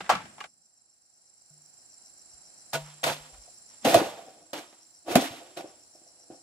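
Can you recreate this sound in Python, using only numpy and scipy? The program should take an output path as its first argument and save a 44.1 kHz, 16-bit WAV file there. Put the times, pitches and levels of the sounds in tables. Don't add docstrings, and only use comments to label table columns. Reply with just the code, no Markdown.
import sys
import numpy as np
from scipy import signal
from scipy.fft import rfft, irfft
from scipy.io import wavfile
from scipy.ndimage import uniform_filter1d

SR = 44100
rng = np.random.default_rng(int(sys.argv[2]) if len(sys.argv) > 2 else 0)


def volts_from_db(level):
    exponent = np.asarray(level, float) / 20
    return 10 ** exponent


def master_out(mix):
    frames = np.transpose(np.atleast_2d(mix))
    ceiling = np.clip(frames, -1, 1)
    pcm = np.round(ceiling * 32767).astype(np.int16)
    wavfile.write(sys.argv[1], SR, pcm)


N = 283122


def level(x, db=0):
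    return x * volts_from_db(db) / np.sqrt(np.mean(x ** 2))


def curve(table, col):
    return np.interp(np.arange(N) / SR, np.array(table)[:, 0], np.array(table)[:, col])


def add(out, s, x):
    i = int(s * SR)
    out[i:i + len(x)] += x[:N - i]


def noise():
    return rng.standard_normal(N)


def walk(rate):
    k = int(SR / rate)
    steps = np.repeat(rng.standard_normal(N // k + 1), k)
    return 1.3 * uniform_filter1d(uniform_filter1d(steps, k), k)[:N]


def grit(scatter_db):
    return level(noise() * volts_from_db(scatter_db * np.minimum(rng.exponential(size=N), 5)))


def high(x, hz):
    return signal.lfilter(*signal.butter(2, hz, "high", fs=SR), x)


def steep(x, hz):
    return signal.sosfilt(signal.ellip(10, .3, 80, hz, fs=SR, output="sos"), x)


def colour(x, points):
    hz, db = np.transpose(points)
    f = np.log(np.fft.rfftfreq(N, 1 / SR) + 1)
    outside = np.maximum(np.log(hz[0]) - f, 0) + np.maximum(f - np.log(hz[-1]), 0)
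    return irfft(rfft(x) * volts_from_db(np.interp(f, np.log(hz), db) - 540 * outside), N)


def ring(x, hz, t60):
    r, w = np.exp(-np.log(1000) / (t60 * SR)), 2 * np.pi * hz / SR
    return signal.lfilter([np.sin(w)], [1, -2 * r * np.cos(w), r * r], x)


def favour(modes, note_hz, slope_db):
    return [-slope_db * min(abs(np.log2(hz / note_hz)), 1) for hz, *_ in modes]


def strike(modes, gains_db, stretch, push_s, luck, rise_s=0.0018):
    stretch = max(stretch, .1)
    blow = np.zeros(int(SR * (.05 + max(m[2] for m in modes) * stretch)))
    push = np.hanning(max(int(push_s * SR), 3))
    blow[:len(push)] = push / push.sum()
    rings = 0
    for (hz, db, t60), gain_db, (a, b) in zip(modes, gains_db, luck):
        mode = ring(blow, hz * (1 + 0.013 * b), t60 * stretch)
        rings = rings + volts_from_db(db + gain_db + 0.29 * a) * np.sign(b) * mode
    return rings * (1 - np.exp(-np.arange(len(blow)) / SR / rise_s))


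def cracks(events, col, tail_s):
    env = np.zeros(N)
    for row in events:
        add(env, row[0], volts_from_db(row[1] + row[col]) * np.exp(-np.arange(SR // 10) / SR / tail_s))
    return env


def surges(rows, tail):
    t, size = np.arange(SR) / SR, np.full(N, 1e-7)
    for s, rise_s, hold_s, db, fall in rows:
        rise_s = max(rise_s, 1e-3)
        up = 28.5 * np.minimum(t / rise_s - 1, 0)
        after = np.maximum(t - rise_s - hold_s, 0)
        down = volts_from_db(-fall * after) + volts_from_db(tail[0] - tail[1] * after)
        add(size, max(s, 0), volts_from_db(db + up) * down * (1 - t ** 4))
    return uniform_filter1d(size, size=90)


def patchy(x, flow, patch_db, dull):
    edges = [high(x, hz) for hz in (1300., 1900., 2800., 4000., 6000., 9000.)]
    bands = [a - b for a, b in zip([x] + edges, edges + [0])]
    weak = np.minimum(flow / volts_from_db(-24), 1)
    return flow * sum(b * volts_from_db(patch_db * walk(55)) * weak ** (dull * max(k - 3, 0))
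                      for k, b in enumerate(bands))


def echoes(x, smear_s):
    tail = rng.standard_normal(SR // 10) * np.exp(-np.arange(SR // 10) / SR / smear_s)
    return signal.fftconvolve(x, tail / np.sqrt(np.sum(tail ** 2)))[:N]


def spread(x, other, edge_hz, side_db):
    side = volts_from_db(side_db) * high(other, edge_hz)
    return np.array([x + side, x - side])


def heap_scene():
    return volts_from_db(-1000 * np.maximum(np.arange(N) / SR - 0.4605, 0))


# t/s, level/dB
EDGE_GAIN = [
    (.5, -9.5),
    (1.0, -9.5),
    (1.5, -3),
    (2.0, 1),
    (2.7, 2.5),
    (3.8, 2.5),
    (4.4, -2.5),
    (5.0, -2),
    (6.42, -0.5),
]


def heard_from(heap_db, edge_db):
    stay = uniform_filter1d(heap_scene(), size=2600)
    return stay * volts_from_db(heap_db) + (1 - stay) * volts_from_db(edge_db + curve(EDGE_GAIN, 1))


# t/s, hold/s, level/dB
SETTLES = [
    (0.0, 0.0041, -52.5),
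    (0.105, 0.035, -44.5),
    (0.227, .01, -57),
    (.37, 0.011, -72),
]
# t/s, level/dB, f/Hz
BUMPS = [(.12, -44.5, 45), (2.33, -51, 69.5), (2.8, -43, 45), (3.06, -54, 49.6), (3.19, -45.5, 53.4),
         (3.318, -40.5, 48), (3.368, -38.5, 50), (3.5, -63, 49.7), (3.854, -31.5, 253), (3.87, -46.5, 50.7),
         (3.949, -17, 120.7), (5.155, -0.5, 226), (3.101, -23.5, 207), (5.162, -35, 90), (5.301, -36, 118),
         (5.941, -74, 82), (6.311, -45.5, 147)]


def ground():
    out = np.zeros(N)
    for s, db, hz in BUMPS:
        bump = strike([(hz, 0, 7.5 / hz)], [0], 1, 0.66 / hz, [(0, 1e-3)], rise_s=.5 / hz)
        add(out, s, volts_from_db(db) * high(bump, .5 * hz))
    weight = surges([(s, 0.01, hold, db, 250.5) for s, hold, db in SETTLES], tail=(-18, 60))
    rumble = colour(noise(), [(60, -10.0), (110, -7.5), (190, 1.0), (330, -8.5), (450, -29.5)])
    out += weight * level(rumble)
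    return spread(out, echoes(out, .02), 90, -16.5)


# t/s, peak level/dB, crack level/dB, ring t60/s, loudest note f/Hz
CLACKS = [(0.007, -39, -4, 0.04, 1664), (0.062, -46, 4.5, 0.06, 1614), (0.093, -20, 0.5, 0.029, 794),
          (0.1, -0.5, -14.5, 0.014, 848), (0.123, -15.5, -25, 0.073, 840), (0.152, -20, -4, 0.12, 1310),
          (0.165, -38.5, -12, 0.051, 1340), (0.382, -35, -7, 0.078, 740), (0.406, -19.5, -17, 0.15, 2830),
          (0.411, -30, -19, 0.1, 1140), (0.44, -22.5, -10, 0.06, 2360), (0.45, -44, -20, 0.055, 905),
          (.205, -31, -15, 0.073, 848), (.255, -44.5, 5, 0.032, 1140)]
# t/s, hold/s, chatter level/dB, dust level/dB, fall/(dB per s)
CHATTERS = [
    (0.004, 0.0031, -75, -43, 570),
    (0.042, 0.043, -68, -60, 509),
    (.092, 0.013, -24, -30.5, 290.5),
    (0.379, .012, -56, -65, 700),
    (.402, 0.0063, -56, -47, 1100),
    (0.44, 0.0048, -50, -56, 903),
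]
# f/Hz, level/dB, t60/s
SLAT_MODES = [(542.6, -13.5, 0.069), (740, -7, 0.042), (848, -4, .06), (1140, 1, 0.019), (1307, -8.5, 0.06),
              (1430, -15, 0.048), (1670, -14, 0.024), (1906, -22, 0.014), (2360, -11.5, 0.034),
              (2830, -11.5, 0.022)]
# f/Hz, level/dB (per Hz)
SPLINTER = [(180, -49), (300, -18), (842, -7.5), (930, -13.5), (1300, -10.5), (1610, -9.5), (7690, -27.5),
            (16000, -44)]


def slats():
    rise_s = 0.002
    chatter = level(sum(volts_from_db(db) * ring(grit(0.93), hz, t60) for hz, db, t60 in SLAT_MODES))
    force = surges([(s, rise_s, hold, db, fall) for s, hold, db, _, fall in CHATTERS], tail=(-26.5, 160))
    out = volts_from_db(2.0) * heap_scene() * force * chatter
    luck = rng.standard_normal((len(CLACKS), len(SLAT_MODES), 2))
    for (s, db, _, t60, note_hz), own in zip(CLACKS, luck):
        gains = favour(SLAT_MODES, note_hz, 24)
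        add(out, s, volts_from_db(db - 1.5) * strike(SLAT_MODES, gains, t60 / 0.071, .0003, own, rise_s=.0005))
    out = high(high(out, 450), 450)
    flow = surges([(s, rise_s, hold, db, fall) for s, hold, _, db, fall in CHATTERS], tail=(-13.5, 100))
    flow = heap_scene() * flow + volts_from_db(-10.0) * cracks(CLACKS, 2, .004)
    dust = [patchy(level(colour(grit(2.8), SPLINTER), 0.63), flow, 2.1, 0.13) for _ in range(2)]
    return spread(out, echoes(out, .012), 600, -7.0) + spread(*dust, 900, -1.5)


def cricket():
    t = np.arange(N) / SR
    phase = (25 * t + .45 - .002 * t ** 3 + .012 * walk(20)) % 1
    stroke = uniform_filter1d(np.exp(-(1 - (phase - .03) % 1) / .2), size=110) * volts_from_db(1.2 * walk(25))
    whistle = stroke * np.sin(2 * np.pi * np.cumsum(7440 + 22 * walk(130)) / SR)
    near = np.array([volts_from_db(0.5) * whistle, volts_from_db(11) * np.roll(whistle, 7)])
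    far = np.array([level(ring(noise(), 7450, .03), -16) for _ in range(2)])
    fade = volts_from_db(-1 * (t - 2))
    return fade * steep(near + far * [[volts_from_db(-3)], [volts_from_db(2.5)]], 9500)


# f/Hz, level/dB (per Hz)
CHORUS = [(3650, -26), (4100, -9), (4700, -11.5), (5400, -5), (6000, -7), (6600, -20), (7200, -1),
          (8400, -9.5), (8900, -15.5), (9800, -4.5), (10250, -11)]
# f/Hz, level/dB (per Hz)
TREETOP = [(13200, -9.5), (14400, -7), (15300, -7), (15500, -9.5)]


def chorus():
    choir = [level(colour(noise(), CHORUS)) * volts_from_db(0.53 * walk(11.0)) for _ in range(2)]
    top = [level(colour(noise(), TREETOP), -24.0) * volts_from_db(3.0 * walk(12)) for _ in range(2)]
    return np.array(choir) + np.array(top)


# f/Hz, level/dB (per Hz)
FOREST = [(18, -36), (30, -12.5), (65, -4), (300, -6), (365, -3.5), (410, -10.5), (755, -2), (994, -12),
          (1500, -10.5), (3300, -19), (4290, -48.5), (7260, -120)]


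def stream():
    hush = spread(colour(noise(), FOREST), colour(noise(), FOREST), 220, 1.0)
    return volts_from_db(0.64 * walk(5.3)) * level(hush)


# centre of first rasp t/s, rasps, spacing/s, level/dB, lead of the high singer/s
PHRASES = [
    (.51, 4, .136, 0, 0),
    (1.05, 3, .12, -2, .015),
    (1.42, 4, .133, -2.5, .048),
    (1.93, 6, .133, 0, 0),
    (2.87, 1, .13, -2, 0),
    (3.43, 4, .137, -1, 0),
    (4.29, 2, .145, -5, 0),
    (4.69, 3, .137, 0, 0),
    (5.69, 6, .132, 0, 0),
]


def bush_crickets():
    t, out = np.arange(N) / SR, 0
    phase = (100 * t + .8 * walk(5)) % 1
    shape = np.sin(np.pi * phase) ** 2
    rasp = np.exp(-((t[:SR // 8] - .06) / 0.029) ** 4)
    for hz, share in ((5500, 0.25), (5750, 0.9)):
        gate = np.zeros(N)
        for s, count, spacing, db, lead in PHRASES:
            for k in range(count):
                add(gate, s + k * spacing - share * lead - .06, volts_from_db(db) * rasp)
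        pitch = hz + 500 * (.45 - phase) + 260 * walk(1400)
        scratch = shape * volts_from_db(2.5 * walk(300)) * np.sin(2 * np.pi * np.cumsum(pitch) / SR)
        scratch = steep(scratch, 7500)
        octave = shape * colour(noise(), [(11100, -13.0), (11300, -9), (11600, -22.0)])
        out = out + gate * (level(scratch) + gate * level(octave, -15.5))
    return np.array([volts_from_db(-4) * out, volts_from_db(-7) * np.roll(out, 9)])


# t/s, lowest note level/dB, overtone level/dB
TAPS = [
    (1.505, -55.5, -23.5),
    (2.735, -38, -5),
    (2.75, -37, 1),
    (3.041, -37, -0.5),
]
# f/Hz, level/dB, t60/s
TUBE_MODES = [(149.6, -1.5, 0.6), (370, -28, 0.22), (652, 13, 0.14), (939, -2, 0.24), (1270, -25, 0.15),
              (1462, 18, 0.069), (2046, -26.5, .1)]


def tube():
    out = np.zeros(N)
    even = np.full((len(TUBE_MODES), 2), 1e-3)
    for s, db, over_db in TAPS:
        gains = [0] + [over_db] * (len(TUBE_MODES) - 1)
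        add(out, s, volts_from_db(db) * strike(TUBE_MODES, gains, 1, .0008, even))
    return spread(out, echoes(out, .02), 90, -16.5)


# t/s, rise/s, hold/s, pole body level/dB, soil hiss level/dB
DRAGS = [(2.725, 0.012, 0.018, -36, -36), (3.03, 0.0035, 0.059, -31.5, -38),
         (3.057, 0.0096, 0.044, -37.5, -47.5), (3.658, 0.053, 0.035, -72, -68),
         (3.81, 0.024, 0.01, -53.5, -59), (3.843, 0.0069, 0.086, -23, -31),
         (3.943, .012, .008, -14.5, -43.5), (3.984, 0.0039, 0.048, -35.5, -54.5),
         (4.528, 0.0079, 0.057, -41.5, -47.5), (5.047, 0.039, 0.027, -36, -51),
         (5.063, 0.055, 0.0076, -30.5, -39), (5.144, 0.013, 0.017, -20.5, -37.5),
         (5.166, 0.048, 0.031, -47.5, -40.5), (5.56, 0.01, 0.022, -40, -50),
         (5.634, 0.0083, .01, -48.5, -74.5), (5.93, 0.038, 0.33, -68.5, -85),
         (6.3, 0.0081, 0.036, -50.5, -77)]
# t/s, peak level/dB, low note level/dB, crack level/dB, ring t60 scale
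KNOCKS = [(2.732, -26.5, -31, 5.5, 0.86), (3.039, -13, -26, 1, 0.24), (3.065, -19.5, -15, -30, 1),
          (3.478, -45.5, -21, -25.5, 1), (3.85, -14.5, -13, -16, 0.8), (3.943, -0.5, -12, -8.5, 0.84),
          (3.966, -21, -0.5, -32, 0.64), (4.015, -20.5, 7.5, -35.5, 0.8), (4.532, -26, -2.5, 3.5, 0.85),
          (4.581, -43, -28, -3, 0.83), (4.727, -50, 5, 0, 0.96), (5.074, -38, 2.5, -9.5, 0.99),
          (5.155, -0.5, -5.5, -4, 0.58), (5.171, -10.5, 12.5, -40, 0.25), (5.224, -17.5, 2.5, -38, 0.33),
          (5.572, -32, -48, 2, 1), (5.608, -30, -12, -8, 0.75), (5.642, -34.5, 4.5, -39, 1),
          (5.949, -48, 1, -28, 0.86), (6.015, -55, 5.5, -21.5, 1), (6.064, -53, -14, -13, 0.84),
          (6.301, -38.5, 9, -48, 0.9)]
# f/Hz, level/dB, t60/s
POLE_MODES = [(262, -6, 0.023), (329, 5, 0.038), (400, -14.5, 0.23), (528.3, -5, 0.12), (600, 1.5, 0.064),
              (684.8, 6, 0.055), (757, -2, 0.084), (940, -24.5, 0.055), (1140, -12.5, 0.043),
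              (1453, -17, 0.13), (1950, -28, 0.019), (2500, -14, 0.028)]
# t/s, f/Hz, share level/dB
AIR_NOTE = [(2.75, 228, -18), (3.04, 256, -12.5), (3.12, 247, -14), (3.85, 257.8, -2), (3.93, 313.4, -6.5),
            (3.97, 305.4, -8), (4.1, 296, -19), (4.56, 320, -3.5), (5.07, 319.9, 3.5), (5.14, 353.5, -11),
            (5.185, 262, 2), (5.26, 283, -2), (5.57, 350, -5), (5.7, 331, -5), (6.3, 318, -3.5)]
# f/Hz, level/dB (per Hz)
SOIL = [(530, -18.5), (900, -1.5), (1030, -5), (1640, -8), (3380, -8), (5280, -13), (11000, -17),
        (14900, -21), (16000, -38.5)]


def pole():
    low_edge_hz = 420
    grains = grit(0.73) * volts_from_db(2.2 * walk(90))
    body = level(sum(volts_from_db(db) * ring(grains, hz, t60) for hz, db, t60 in POLE_MODES if hz >= low_edge_hz))
    turn = 2 * np.pi * np.cumsum(curve(AIR_NOTE, 1)) / SR
    air = level((.4 + walk(130)) * np.sin(turn) + walk(130) * np.cos(turn))
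    force = surges([(s, rise, hold, db, 377) for s, rise, hold, db, _ in DRAGS], tail=(-20.5, 58.4))
    out = volts_from_db(-3) * force * (body + air * volts_from_db(curve(AIR_NOTE, 2)))

    luck = rng.standard_normal((len(KNOCKS), len(POLE_MODES), 2))
    for (s, db, low_db, _, stretch), own in zip(KNOCKS, luck):
        gains = np.where(np.array(POLE_MODES)[:, 0] < low_edge_hz, low_db, favour(POLE_MODES, 675, 2.5))
        add(out, s, volts_from_db(db - 7) * strike(POLE_MODES, gains, stretch, 0.00048, own))
    out = high(out, 130)

    spills = [(s, rise, hold, db, 15.5 / (rise + hold)) for s, rise, hold, _, db in DRAGS]
    flow = surges(spills, tail=(-15.5, 58.7)) * volts_from_db(0.81 * walk(80))
    flow = flow + volts_from_db(-18.5) * cracks(KNOCKS, 3, 0.0065) + volts_from_db(-20.5) * cracks(KNOCKS, 3, 0.0083)
    near, far = [patchy(level(colour(grit(2.4), SOIL), 0.5), flow, 2.2, .09) for _ in range(2)]
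    far = .75 * far + .6 * np.roll(near, -9)
    return spread(out, echoes(out, 0.01), 500, -6.0) + spread(near, far, 900, -0.5)


def scene():
    bamboo = ground() + slats() + tube() + pole()
    insects = heard_from(-58, -58.5) * (chorus() + bush_crickets())
    soloist = heard_from(-61.5, -54.5) * cricket()
    return bamboo + insects + soloist + heard_from(-62, -68) * stream()


def top_cut(x):
    return signal.sosfilt(signal.butter(12, 16810, fs=SR, output="sos"), x)


def record(dry):
    rounded = np.tanh(0.81 * high(dry, 45)) / 0.78
    mix = steep(rounded, 15750)
    return top_cut(mix)


dry = scene()
out = record(dry)
master_out(out)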